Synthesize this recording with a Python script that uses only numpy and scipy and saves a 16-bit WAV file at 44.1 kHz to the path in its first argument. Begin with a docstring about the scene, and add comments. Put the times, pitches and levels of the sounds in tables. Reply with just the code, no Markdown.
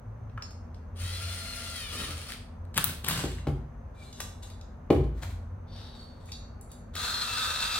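"""In a small, humming workshop, a cordless drill whirs, sags under load and stops beside a wooden bench.
Its whir is gear tones plus noise from tiny tooth impacts; its chuck rasps and snaps in short noise bursts.
Blows set off the dying tones of the bench, and taps and scrapes those of a cylinder head and other metal.
Last, the drill turns a valve on its seat: lapping grit grinds as filtered impacts and the metal sings."""
import sys
import numpy as np
from scipy import signal
from scipy.fft import irfft, next_fast_len
from scipy.io import wavfile

SR = 44100
rng = np.random.default_rng(int(sys.argv[2]) if len(sys.argv) > 2 else 0)


def to_wav(s):
    """Save 16-bit WAV."""
    ch = np.atleast_2d(s).T  # columns
    pcm = np.round(np.clip(ch, -1, 1) * 32767)  # PCM
    wavfile.write(sys.argv[1], SR, pcm.astype(np.int16))


N = 343539
T = np.arange(N) / SR  # the time of every sample, in seconds


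def amp(db):
    """Turns decibels into a gain."""
    return 10 ** (np.asarray(db) / 20)


def evened(x):
    """Scales a sound to an rms of one."""
    return x / np.sqrt(np.mean(x ** 2) + 1e-20)


def unit(x):
    """Scales a short sound to the energy of one millisecond at full level."""
    return x / np.linalg.norm(x) * np.sqrt(SR / 1000)


def read(points, hz):
    """Reads a curve of (Hz, value) points, spacing the pitches as logarithms."""
    f, value = np.transpose(points)
    return np.interp(np.log(hz + 1), np.log(f + 1), value)


def curve(rows):
    """Joins (seconds, value) points into a control with one value per sample."""
    return np.interp(T, *np.transpose(rows))


def stroke(start_s, rise_s, hold_s, t60_s):
    """A loudness shape that rises, holds and dies, falling 60 dB in each t60."""
    t = T - start_s
    fall = np.clip((t - rise_s - hold_s) / t60_s, 0, 3)
    return np.clip(t / rise_s, 0, 1) * amp(-60 * fall)


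def add(mix, s, sound):
    """Mixes in a sound at a time in seconds."""
    part = mix[round(s * SR):][:len(sound)]
    part += sound[:len(part)]


def colour(x, points, size=4096):
    """Filters a sound to a given spectrum, with no echo ahead of the sound (minimum phase)."""
    log_gain = np.log(amp(read(points, abs(np.fft.fftfreq(size, 1 / SR)))))
    taps = np.fft.ifft(np.exp(np.conj(signal.hilbert(log_gain)))).real
    return signal.oaconvolve(x, taps[:size // 2])[:len(x)]


def hump(centre_hz, octaves):
    """The spectrum of a blow: strongest at its centre, falling to both sides and in the high treble."""
    hz = np.geomspace(20, 20000, 400)
    distance = np.log2(hz / centre_hz) / octaves
    db = -20 * np.log10(1 + distance ** 2 / 2) - 10 * np.log10(1 + (hz / 10500) ** 4)
    return np.transpose([hz, db])


def band(hz, width_hz):
    """A narrow band of noise, like a resonance kept ringing; at 0 Hz it is a slow random drift."""
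    f = np.fft.rfftfreq(next_fast_len(N), 1 / SR)
    z = rng.standard_normal(len(f)) + 1j * rng.standard_normal(len(f))
    return evened(irfft(z / (1 + ((f - hz) / width_hz) ** 2))[:N])


def tone(hz, waver_hz, waver_rate_hz):
    """A sustained tone whose pitch wavers."""
    wavering_hz = hz + waver_hz * band(0, waver_rate_hz)
    return evened(np.sin(2 * np.pi * np.cumsum(wavering_hz) / SR))


def grains(per_s, spread_db):
    """Random tiny impacts of uneven size and either sign."""
    size = amp(spread_db * np.minimum(rng.exponential(1, N), 4))
    return size * rng.choice([-1., 1.], N) * (rng.random(N) < per_s / SR)


def burst(rise_s, size=4096):
    """The brief crunch of one contact: noise that swells, then dies."""
    u = T[:size] / rise_s
    return np.tanh(2 * rng.standard_normal(size)) * u * np.exp(-u)


def ring(modes, size=32768):
    """The sum of an object's dying tones; neighbours swing in opposite directions."""
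    hz, db, t60 = np.transpose(modes)[:, :, None]
    sign = (-1) ** np.arange(len(modes))[:, None]
    tones = amp(db - 60 * T[:size] / t60) * np.sin(2 * np.pi * hz * T[:size])
    return (sign * tones).sum(0)


# How the valve stem, steel drive rod and finned head ring, listed under "stem", "rod" and "head".
# Each row: pitch in Hz, relative level in dB, time to fall 60 dB in seconds.
METAL_RINGS = {"stem": [(1230, -3, .25), (2750, -10.5, .9), (4334, -12, .35), (4490, -12.5, .4),
               (5050, -18, .3), (5249, -11, .2), (5389, 5, .11), (6460, -7, .4), (7009, -9, .3),
               (7450, -13, .4), (8963, -11, .3), (9421, -11, .3)], "rod": [(1190, -3, .1), (2735, -11, .35),
               (2912, -9, .4), (3499, -6, .2), (3935, -6, .3), (4560, -8, .2), (5394, -4, .35),
               (6370, 0, .2), (6471, -2, .25), (7386, -3, .3), (7920, -3, .2), (8134, -4, .25),
               (9539, -3, .25), (10510, -4, .25), (11530, -3, .2), (12590, -6, .2)],
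               "head": [(2340, -5, .2), (2449, -6, .35), (2735, -13, .75), (3550, -4, .22),
               (3811, 1.5, .27), (3930, -8, .4), (4457, -5, .55), (4520, 2, .2), (4730, -8, .3),
               (5249, -7, .22), (5889, -13, .4), (6460, -2, .25), (7000, -6, .3), (7386, -8, .3),
               (8877, -6, .16), (10120, -1, .18), (11090, -4, .2)]}


def ringing(x, part):
    """A metal part's answer to a rubbing force, as loud as that force."""
    return np.std(x) * evened(signal.oaconvolve(x, ring(METAL_RINGS[part]))[:N])


# How long the room rings. Each row: frequency in Hz, time to fall 60 dB in seconds.
ROOM_DECAY = [(80, 0.64), (300, 0.42), (1000, 0.46), (4000, 0.45), (9000, 0.39), (16000, 0.3)]


def workshop(size=32768):
    """Dense reflections at two microphones, alike in the bass, each band dying at its own speed."""
    hz, t, z = signal.stft(rng.standard_normal((2, size)), SR, nperseg=256)
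    same = 1 / (1 + (hz[:, None] / 800) ** 2)
    z[1] = same * z[0] + np.sqrt(1 - same ** 2) * z[1]
    dying = amp(-60 * t / read(ROOM_DECAY, hz)[:, None])
    tail = signal.istft(z * dying, SR, nperseg=256)[1][:, :size]
    tail *= np.clip((T[:size] - .003) / 0.00043, 0, 1)  # silent for the first 3 ms
    return tail / np.linalg.norm(tail[0])


def place(x, wet_db, left_db, count=3):
    """Sends a sound to the left, count samples later to the right, and into the room."""
    direct = np.array([x * amp(left_db / 2), np.roll(x, count) * amp(-left_db / 2)])
    room = signal.oaconvolve(x[None], workshop(), axes=1)[:, :N]
    return (direct + amp(wet_db) * room) / np.hypot(1, amp(wet_db))


# The rumble's spectrum. Each row: frequency in Hz, relative level in dB.
RUMBLE_COLOUR = [(20, -24.5), (32, -13.5), (48, 3.5), (65, -5.5), (90, -1.5), (115, -11.5), (160, -14),
                 (200, -14), (240, -10.5), (310, -32.5), (400, -31.5), (600, -30), (1000, -73)]
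# The air noise's spectrum. Each row: frequency in Hz, relative level in dB.
AIR_COLOUR = [(350, -3), (520, -0.5), (1000, -4.5), (1500, -10.5), (2200, -20.5), (3200, -32), (5500, -38),
              (6000, -34.5), (6230, -24), (6600, -40), (10000, -43.5), (16000, -46)]
# Swells of the hum. Each row: start in seconds, hold in seconds, pitch in Hz, width in Hz, level in dB.
HUM_SWELLS = [(0, 0.29, 112.4, 10.5, -43.5), (0.404, 3.4, 82.7, 11, -48.5), (0.972, .3, 89.9, 3.3, -44.5),
              (3.061, 0.14, 119.6, 8.9, -41.5), (5.22, 0.497, 89.6, 8.5, -39.5)]
HUM_DB, SWELL_RISE_S, SWELL_T60_S = -55, .07, .4


def room_tone():
    """Low rumble, a swelling hum made of narrow noise bands, and faint air noise, partly shared."""
    rumble = amp(-45.5) * evened(colour(rng.standard_normal(N), RUMBLE_COLOUR))
    hum = amp(HUM_DB) * band(84.6, 8.5)
    for s, hold, hz, width, db in HUM_SWELLS:
        hum += amp(db) * band(hz, width) * stroke(s, SWELL_RISE_S, hold, SWELL_T60_S)
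    shared, left, right = (evened(colour(noise, AIR_COLOUR)) for noise in rng.standard_normal((3, N)))
    air = amp(-61) * shared + amp(-56) * np.array([left, right])
    return place(rumble + hum, wet_db=-10.5, left_db=0.8) + air


# Taps on metal. Each row: start in seconds, part struck, level in dB before the shared lift,
# centre in Hz, spread in octaves, level of the ring in dB relative to the contact.
METAL_TAPS = [(.296, "stem", -61, 2980, 0.36, -6), (0.3759, "stem", -33.5, 1290, 0.14, -7),
              (0.4213, "stem", -42.5, 2660, 0.52, -10.5), (0.423, "stem", -38.5, 5200, 0.28, 1.5),
              (0.507, "stem", -50.5, 5800, .55, -5), (0.7443, "stem", -55.5, 3800, 0.63, -5),
              (3.384, "rod", -45, 1910, 0.31, 0.5), (4.127, "rod", -46, 4460, 0.48, 3),
              (4.2017, "rod", -33, 1080, 0.54, -4.5), (4.203, "rod", -30, 5070, 1.46, -5.5),
              (4.428, "rod", -50.5, 6000, 1.1, 5.5), (4.5, "head", -50, 4050, 1.1, 1),
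              (4.611, "rod", -48, 4000, 0.47, -11), (5.232, "rod", -37.5, 1610, 0.51, -25),
              (5.991, "head", -58, 4350, 0.018, 18), (6.257, "head", -57, 9540, 0.67, 6),
              (6.288, "head", -51.5, 2370, 0.12, 2), (6.3182, "head", -38, 4800, 0.51, 4),
              (6.611, "head", -46, 9300, 0.27, -4), (6.716, "head", -46, 9500, 0.52, -1),
              (6.953, "stem", -33, 2170, 2.1, -6)]
TAP_LIFT_DB = 5.5


def taps():
    """Each tap is a crunch of contact plus the dying tones of the part, coloured by the blow."""
    out = np.zeros(N)
    for s, part, db, centre_hz, octaves, ring_db in METAL_TAPS:
        spectrum = hump(centre_hz, octaves)
        add(out, s, amp(db) * unit(colour(burst(.0015), spectrum)))
        add(out, s, amp(db + ring_db) * unit(colour(ring(METAL_RINGS[part]), spectrum)))
    return amp(TAP_LIFT_DB) * place(out, wet_db=-3, left_db=1)


# The trigger is pulled, eased off and let go.
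PULL_S, EASE_S, STOP_S = 0.95, 2.03, 2.335
# The gear teeth meet at this top rate; the start falls short of it by a share and closes the gap.
TOP_HZ, START_SHORT, SPIN_UP_S = 704, .24, .1
SAG_HZ, SLOWING_HZ_PER_S = 146.4, 1100  # the sag at full load, and the slowing after easing off
# Drag on the spindle. Each row: time in seconds, load from 0 to 1.
SPINDLE_LOAD = [(1.7, 0.01), (1.91, 0.99), (2.01, .46)]


def mesh_rate():
    """The gears spin up, sag under load and slow as the trigger eases (Hz), but never below a tenth."""
    spun_up = TOP_HZ * (1 - START_SHORT * np.exp(-np.maximum(T - PULL_S, 0) / SPIN_UP_S))
    slowing = SLOWING_HZ_PER_S * np.maximum(T - EASE_S, 0)
    return np.maximum(spun_up - SAG_HZ * curve(SPINDLE_LOAD) - slowing, TOP_HZ / 10)


# The gear tones. Each row: multiple of the mesh rate, relative level in dB.
WHINE_TONES = [(.957, -7.5), (2, -4.5), (2.87, -2), (3, 1), (4, 2.5), (4.78, -6.5), (5, 2), (5.74, -7),
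               (6, 1.5), (7, -3.5), (8, -4.5), (10, -4), (13, -32)]
# How the gear case favours some tones. Each row: frequency in Hz, gain in dB.
HOUSING_COLOUR = [(560, -19), (630, -10), (668, 10.5), (800, -13), (1120, 7.5), (1250, -4), (1390, 7),
                  (1650, -2), (1950, 4), (2100, -3.5), (2300, 2.5), (2750, -1.5), (3130, 11), (3450, 2.5),
                  (3750, 8), (4200, 6.5), (5000, 2), (9000, -12)]
WHINE_DB = -49  # before the gear case colours it
CASE_HZ, CASE_WIDTH_HZ, CASE_DB = 1378.5, 7.7, -55  # the gear case hums on one resonance


def gear_whine(turns):
    """Wavering multiples of the mesh rate through the gear case, which adds a hum of its own."""
    whine = np.zeros(N)
    for multiple, db in WHINE_TONES:
        wave = np.sin(2 * np.pi * (multiple * turns + rng.random()))
        whine += amp(db) * wave * (1 + .5 * band(0, 20))
    whine = evened(whine)
    whine *= 1 + 0.28 * np.sin(2 * np.pi * turns / 6)  # planet gears passing add sidebands
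    whine = colour(whine, HOUSING_COLOUR) * amp(WHINE_DB + 1.2 * curve(SPINDLE_LOAD))
    whine += amp(CASE_DB) * band(CASE_HZ, CASE_WIDTH_HZ)
    return whine * stroke(PULL_S, 0.14, EASE_S - PULL_S - .1, .35)


# The bright tooth noise. Each row: frequency in Hz, relative level in dB.
HISS_COLOUR = [(2500, -41.5), (4300, 3), (5400, -0.5), (6700, -5), (8000, -4.5), (8900, 2), (10000, -2.5),
               (11000, -9.5), (13000, -12), (16000, -10)]
# The lower tooth noise. Each row: frequency in Hz, relative level in dB.
CHATTER_COLOUR = [(200, -47), (480, 2), (900, -13.5), (1300, 4.5), (1700, 1), (2300, 3), (3100, 4),
                  (4200, -1.5), (5200, -5.5), (7000, -53.5)]
# The spindle binds. Each row: start in seconds, hold in seconds, grinding level in dB, judder level in dB.
SPINDLE_BINDS = [(1.916, .025, -44.5, -42), (1.975, 0.032, -44, -40.5), (2.028, 0.03, -43, -54.5),
                 (2.079, 0.018, -44, -41.5), (2.275, 0.019, -45.5, -58.5)]
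HISS_DB, CHATTER_DB = -43.5, -46.5  # at the top speed
HISS_DB_PER_OCTAVE, CHATTER_DB_PER_OCTAVE = 9, 4  # how loudness follows speed
BIND_RISE_S, BIND_T60_S = 0.01394, 0.058
BIND_HISS_DB = 0.5  # the hiss of a bind, relative to its grinding level


def tooth_noise(hz, turns):
    """Throbbing showers of tooth impacts follow the speed; where the spindle binds they grind and judder."""
    octaves = np.log2(hz / TOP_HZ)
    running = stroke(PULL_S, 0.054, STOP_S - PULL_S - .03, .06)
    grinding, shaking = np.zeros(N), np.zeros(N)
    for s, hold, grind_db, judder_db in SPINDLE_BINDS:
        bind = stroke(s, BIND_RISE_S, hold, BIND_T60_S)
        grinding += amp(grind_db) * bind
        shaking += amp(judder_db) * bind
    throb = 1 + 0.038 * np.sin(2 * np.pi * turns / 3) + 0.27 * band(0, 50)
    hiss_level = running * amp(HISS_DB + HISS_DB_PER_OCTAVE * octaves)
    hiss = evened(colour(grains(9000, 5.8) * throb, HISS_COLOUR))
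    hiss *= np.hypot(hiss_level, amp(BIND_HISS_DB) * grinding)
    chatter_level = running * amp(CHATTER_DB + CHATTER_DB_PER_OCTAVE * octaves)
    chatter = evened(colour(grains(5000, 4.2) * throb, CHATTER_COLOUR))
    chatter *= np.hypot(chatter_level, grinding)
    judder_colour = [(60, -6.5), (130, 2), (250, -5), (480, -4.5), (900, -16), (1250, -2.5), (2000, -27.5)]
    judder = evened(colour(grains(600, 5.6), judder_colour)) * shaking
    return hiss + chatter + judder


def drill():
    """Gear whine and tooth noise share one slightly unsteady rotation."""
    hz = mesh_rate()
    turns = np.cumsum(hz * (1 + 0.00812 * band(0, 39.3))) / SR  # counted in tooth meetings
    whine = place(gear_whine(turns), wet_db=-7.0, left_db=4.5)
    return whine + place(tooth_noise(hz, turns), wet_db=2.5, left_db=6.0, count=4)


# Snaps of the chuck and trigger, and, before 2.4 s, catches of the gears as the drill slows. 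# Each row: start
# in seconds, level in dB before the shared lift, treble in dB relative to the body.
SNAPS = [(2.7772, -19.5, 1), (2.782, -21.5, -19.5), (2.842, -27, 13), (3.0459, -32, -4.5),
         (3.0854, -27.5, 11), (3.091, -32, 1.5), (3.1007, -37.5, 1), (2.304, -41.5, -2),
         (2.321, -37.5, -6), (2.336, -42.5, -8), (2.18, -47.5, -8), (2.216, -43, -9),
         (2.652, -61.5, -19), (2.7455, -47, -12.5)]
# The body of a snap. Each row: frequency in Hz, relative level in dB.
SNAP_BODY_COLOUR = [(200, -4.5), (800, -11), (1500, 0.5), (2600, 0), (4200, 0.5), (5500, -9), (8000, -6),
                    (16000, -18.5)]
# The treble of a snap. Each row: frequency in Hz, relative level in dB.
SNAP_TOP_COLOUR = [(3000, -39.5), (7200, -13.5), (8500, -5), (9900, 5), (10700, -4.5), (11500, 5),
                   (13500, -4), (16000, 6.5)]
# Twists of the chuck sleeve. Each row: start in seconds, hold in seconds, level in dB.
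SLEEVE_TWISTS = [(2.741, 0.029, -44.5), (2.764, 0.028, -36), (2.845, 0.046, -38.5), (3.039, 0.013, -36.5),
                 (3.061, 0.006, -32), (3.079, 0.11, -31), (3.23, 0.11, -48.5)]
# The sleeve's rasp. Each row: frequency in Hz, relative level in dB.
RASP_COLOUR = [(60, -44), (120, 19.5), (300, 4.5), (800, -1.5), (1400, 3.5), (2300, 0.5), (3200, 2.5),
               (4300, 1), (5200, -3.5), (7000, -6), (8100, -1), (9000, -5), (12000, -12.5), (16000, -13.5)]
SNAP_LIFT_DB = 6.5
TWIST_RISE_S, TWIST_T60_S = 0.0019, 0.19
TWIST_RING_DB = -13  # the rod's ring, relative to the rasp


def chuck():
    """The sleeve rasps round and sets the drive rod ringing; snaps are short bursts in two bands."""
    snaps, twisting = np.zeros(N), np.zeros(N)
    for s, db, treble_db in SNAPS:
        body = unit(colour(burst(0.00048), SNAP_BODY_COLOUR))
        top = unit(colour(burst(0.00068), SNAP_TOP_COLOUR))
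        add(snaps, s, amp(db) * (body + amp(treble_db) * top))
    for s, hold, db in SLEEVE_TWISTS:
        twisting += amp(db) * stroke(s, TWIST_RISE_S, hold, TWIST_T60_S)
    rasp = evened(colour(grains(3000, 3.9) * amp(3.2 * band(0, 90)), RASP_COLOUR)) * twisting
    rasp += amp(TWIST_RING_DB) * ringing(rasp, "rod")
    snaps = place(amp(SNAP_LIFT_DB) * snaps, wet_db=-4.5, left_db=6.5, count=4)
    return snaps + place(rasp, wet_db=-1, left_db=2.0, count=4)


# Blows on the bench. Each row: start in seconds, base level in dB, centre in Hz, spread in octaves,
# level of the crack in dB relative to the base.
BENCH_BLOWS = [(3.2375, -20, 377, 1.34, -17), (3.253, -34, 192, 1.1, -26),
               (3.4691, -18.5, 366, 1.28, -10.5), (3.482, -19, 111, 0.56, -15),
               (4.9021, -7.5, 397, 0.53, -10.5), (4.926, -20.5, 326, 0.33, -7.5),
               (4.944, -12.5, 96, 0.37, -23), (4.96, -36, 347, 0.4, 2), (5.007, -16.5, 93, 0.89, -29),
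               (5.038, -28, 196, 0.79, -11.5)]
# How the wooden top rings. Each row: pitch in Hz, relative level in dB, time to fall 60 dB in seconds.
BENCH_RING = [(55.94, -3.5, 1), (79.7, 4.5, 0.097), (145.8, 3.5, 0.14), (230.4, -4, 0.26),
              (278.5, 3, 0.034), (363, 0, 0.078), (457, 8.5, 0.016), (501, 0.5, 0.034), (546, -15, 0.079),
              (680, -2.5, 0.028), (797, -7.5, 0.07), (1090, -13, 0.052)]
# The crack of contact. Each row: frequency in Hz, relative level in dB.
CRACK_COLOUR = [(300, -1), (1200, 0.5), (2000, -8), (3000, -9), (4500, -16), (7000, -22), (11000, -22.5),
                (16000, -28)]
WOOD_LIFT_DB = 7  # the ring of the wood, above the base level


def bench():
    """Each blow rings the wooden top around its own centre pitch, with a crack of contact."""
    out, wood = np.zeros(N), ring(BENCH_RING)
    for s, db, centre_hz, octaves, crack_db in BENCH_BLOWS:
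        add(out, s, amp(db + WOOD_LIFT_DB) * unit(colour(wood, hump(centre_hz, octaves))))
        add(out, s, amp(db + crack_db) * unit(colour(burst(0.0029), CRACK_COLOUR)))
    return place(out, wet_db=-2.0, left_db=1.5, count=2)


# Metal sliding on metal. Each row: start in seconds, part rubbed, rise in seconds,
# time to fall 60 dB in seconds, level in dB, treble gain in dB.
METAL_SLIDES = [(3.93, "rod", 0.11, 1, -47, 5.5), (4.15, "rod", 0.049, 0.32, -42, 7.5),
                (4.42, "rod", 0.013, 0.15, -36.5, 5), (5.663, "head", 0.11, 1.13, -41, -4.5),
                (5.94, "head", .03, .7, -56.5, 8), (6.19, "head", .02, .25, -58, 5),
                (6.25, "head", 0.034, .2, -47, 6.5), (6.69, "head", 0.022, .2, -51.5, 7)]
# The sound of the rubbing. Each row: frequency in Hz, relative level in dB.
RUB_COLOUR = [(1200, -1.5), (2400, -9), (3100, -3.5), (3600, 2), (4600, 1), (5800, 0), (6800, -7.5),
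              (9500, -14), (16000, -27)]
SLIDE_RING_DB = -5  # the part's ring, relative to the rub


def scrape(part):
    """Sliding contact, rough and uneven, keeps a metal part ringing."""
    rub = evened(colour(grains(3500, 3.2) * amp(2.5 * band(0, 25)), RUB_COLOUR))
    rub = evened(rub + amp(SLIDE_RING_DB) * ringing(rub, part))
    top = colour(rub, [(3500, -32.5), (8000, -5.0)])
    low = colour(rub, [(4500, -7.5), (9000, -22.0)])
    out = np.zeros(N)
    for s, rubbed, rise, t60, db, treble_db in METAL_SLIDES:
        if rubbed == part:
            out += amp(db) * stroke(s, rise, 0, t60) * (low + amp(treble_db) * top)
    return out


def scrapes():
    """The drive rod and the head are scraped as they are handled."""
    return place(scrape("rod") + scrape("head"), wet_db=0.5, left_db=5.5, count=2)


# The stem squeaks in its guide.
# Each row: start in seconds, length in seconds, pitch in Hz, glide in Hz per second, level in dB.
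STEM_SQUEAKS = [(3.948, 0.096, 2345, 699, -63), (4.014, 0.022, 2360, -2500, -51.5),
                (4.036, 0.082, 3990, 3297, -59.5)]


def squeaks():
    """Stick and slip makes short, unsteady, gliding tones."""
    out = np.zeros(N)
    for s, length, hz, glide, db in STEM_SQUEAKS:
        arch = np.sin(np.pi * np.clip((T - s) / length, 0, 1))
        out += amp(db) * arch * tone(hz + glide * (T - s), 0.013 * hz, 81)
    return place(out, wet_db=-5, left_db=1)


# Shoves over the bench top.
# Each row: start in seconds, rise in seconds, time to fall 60 dB in seconds, level in dB.
BENCH_SHOVES = [(5.13, 0.058, 0.55, -58), (5.215, 0.019, 0.047, -37), (5.26, 0.054, 0.1, -51)]
# The sound of sliding on wood. Each row: frequency in Hz, relative level in dB.
WOOD_RUB_COLOUR = [(300, 4), (1000, 3.5), (2000, 2), (2800, -4.5), (3800, 0), (5500, -6.5), (7500, -5),
                   (10000, -9), (16000, -13)]


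def shoves():
    """Parts shoved across the wood make a shower of tiny impacts."""
    rub = evened(colour(grains(4000, 2.8), WOOD_RUB_COLOUR))
    pushing = sum(amp(db) * stroke(s, rise, 0, t60) for s, rise, t60, db in BENCH_SHOVES)
    return place(rub * pushing, wet_db=0.5, left_db=5.5, count=2)


# The sound of crushed grit. Each row: frequency in Hz, relative level in dB.
GRIT_COLOUR = [(150, -18.5), (310, -21.5), (430, -8), (600, -9.5), (900, -3), (1100, -4), (1300, 9),
               (1700, -0.5), (2150, -6), (3000, -5.5), (3700, 5), (4150, 1), (5600, -7.5), (8300, -6),
               (11000, -12), (16000, -16)]
# The ring of valve and seat. Each row: pitch in Hz, width in Hz, relative level in dB on fresh paste,
# relative level in dB when bedded in.
VALVE_RING = [(1317, 8, -12, -8), (1690, 30, -10, -15), (2450, 8, -14, -9), (2667, 7, -9, -2.5),
              (3310, 18, -11, -9), (3508, 10, -11, -7), (3705, 9, -5, .5), (3930, 20, -11, -9),
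              (4066, 10, -4.5, -4), (4135, 35, -2.5, -12), (4194, 7, 4, -5), (4790, 7, -6, -5),
              (5384, 25, -10, -11), (5880, 25, -15, -16), (6450, 25, -14, -15), (8030, 25, -14, -14)]
LAP_S, LAP_RISE_S, BED_S, BEDDING_S = 6.933, 0.057, 7.22, 0.035  # starts, rises, then beds in
LAP_DB, BEDDED_DB = -34.5, 1.15  # the grit's level, and its gain once bedded in
SONG_DB = -9  # the ring's further gain


def lapping():
    """Grit is crushed between valve and seat; the ring's balance shifts as the valve beds in."""
    bedded = np.clip((T - BED_S) / BEDDING_S, 0, 1)
    pressure = amp(LAP_DB + BEDDED_DB * bedded) * np.clip((T - LAP_S) / LAP_RISE_S, 0, 1)
    # the grit bites unevenly round each turn
    bite = amp(2.4 * band(0, 54) + 0.27 * band(0, 10) + 0.5 * np.sin(2 * np.pi * 24 * T))
    grit = evened(colour(grains(5000, 2.4) * bite, GRIT_COLOUR))
    song = np.zeros(N)
    for hz, width, fresh_db, bedded_db in VALVE_RING:
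        note = tone(hz, 0.803 * width, width) + .6 * band(hz, width)
        song += note * amp(fresh_db + bedded * (bedded_db - fresh_db))
    song *= bite * np.clip((T - LAP_S) / 0.21, 0, 1)  # the ring takes a moment to build
    grinding = place(grit * pressure, wet_db=1.0, left_db=4.5, count=2)
    return grinding + place(amp(SONG_DB) * song * pressure, wet_db=-6.5, left_db=2.5, count=2)


def scene():
    """Everything on and around the bench."""
    handling = taps() + scrapes() + squeaks() + shoves()
    return room_tone() + handling + drill() + chuck() + bench() + lapping()


EDGE_HZ = 16000


def record(dry):
    """The recorder's band limit: a low-pass filter."""
    low_pass = signal.firwin(401, EDGE_HZ, window=("kaiser", 8), fs=SR)
    return signal.oaconvolve(dry, low_pass[None], "same")


dry = scene()
out = record(dry)
to_wav(out)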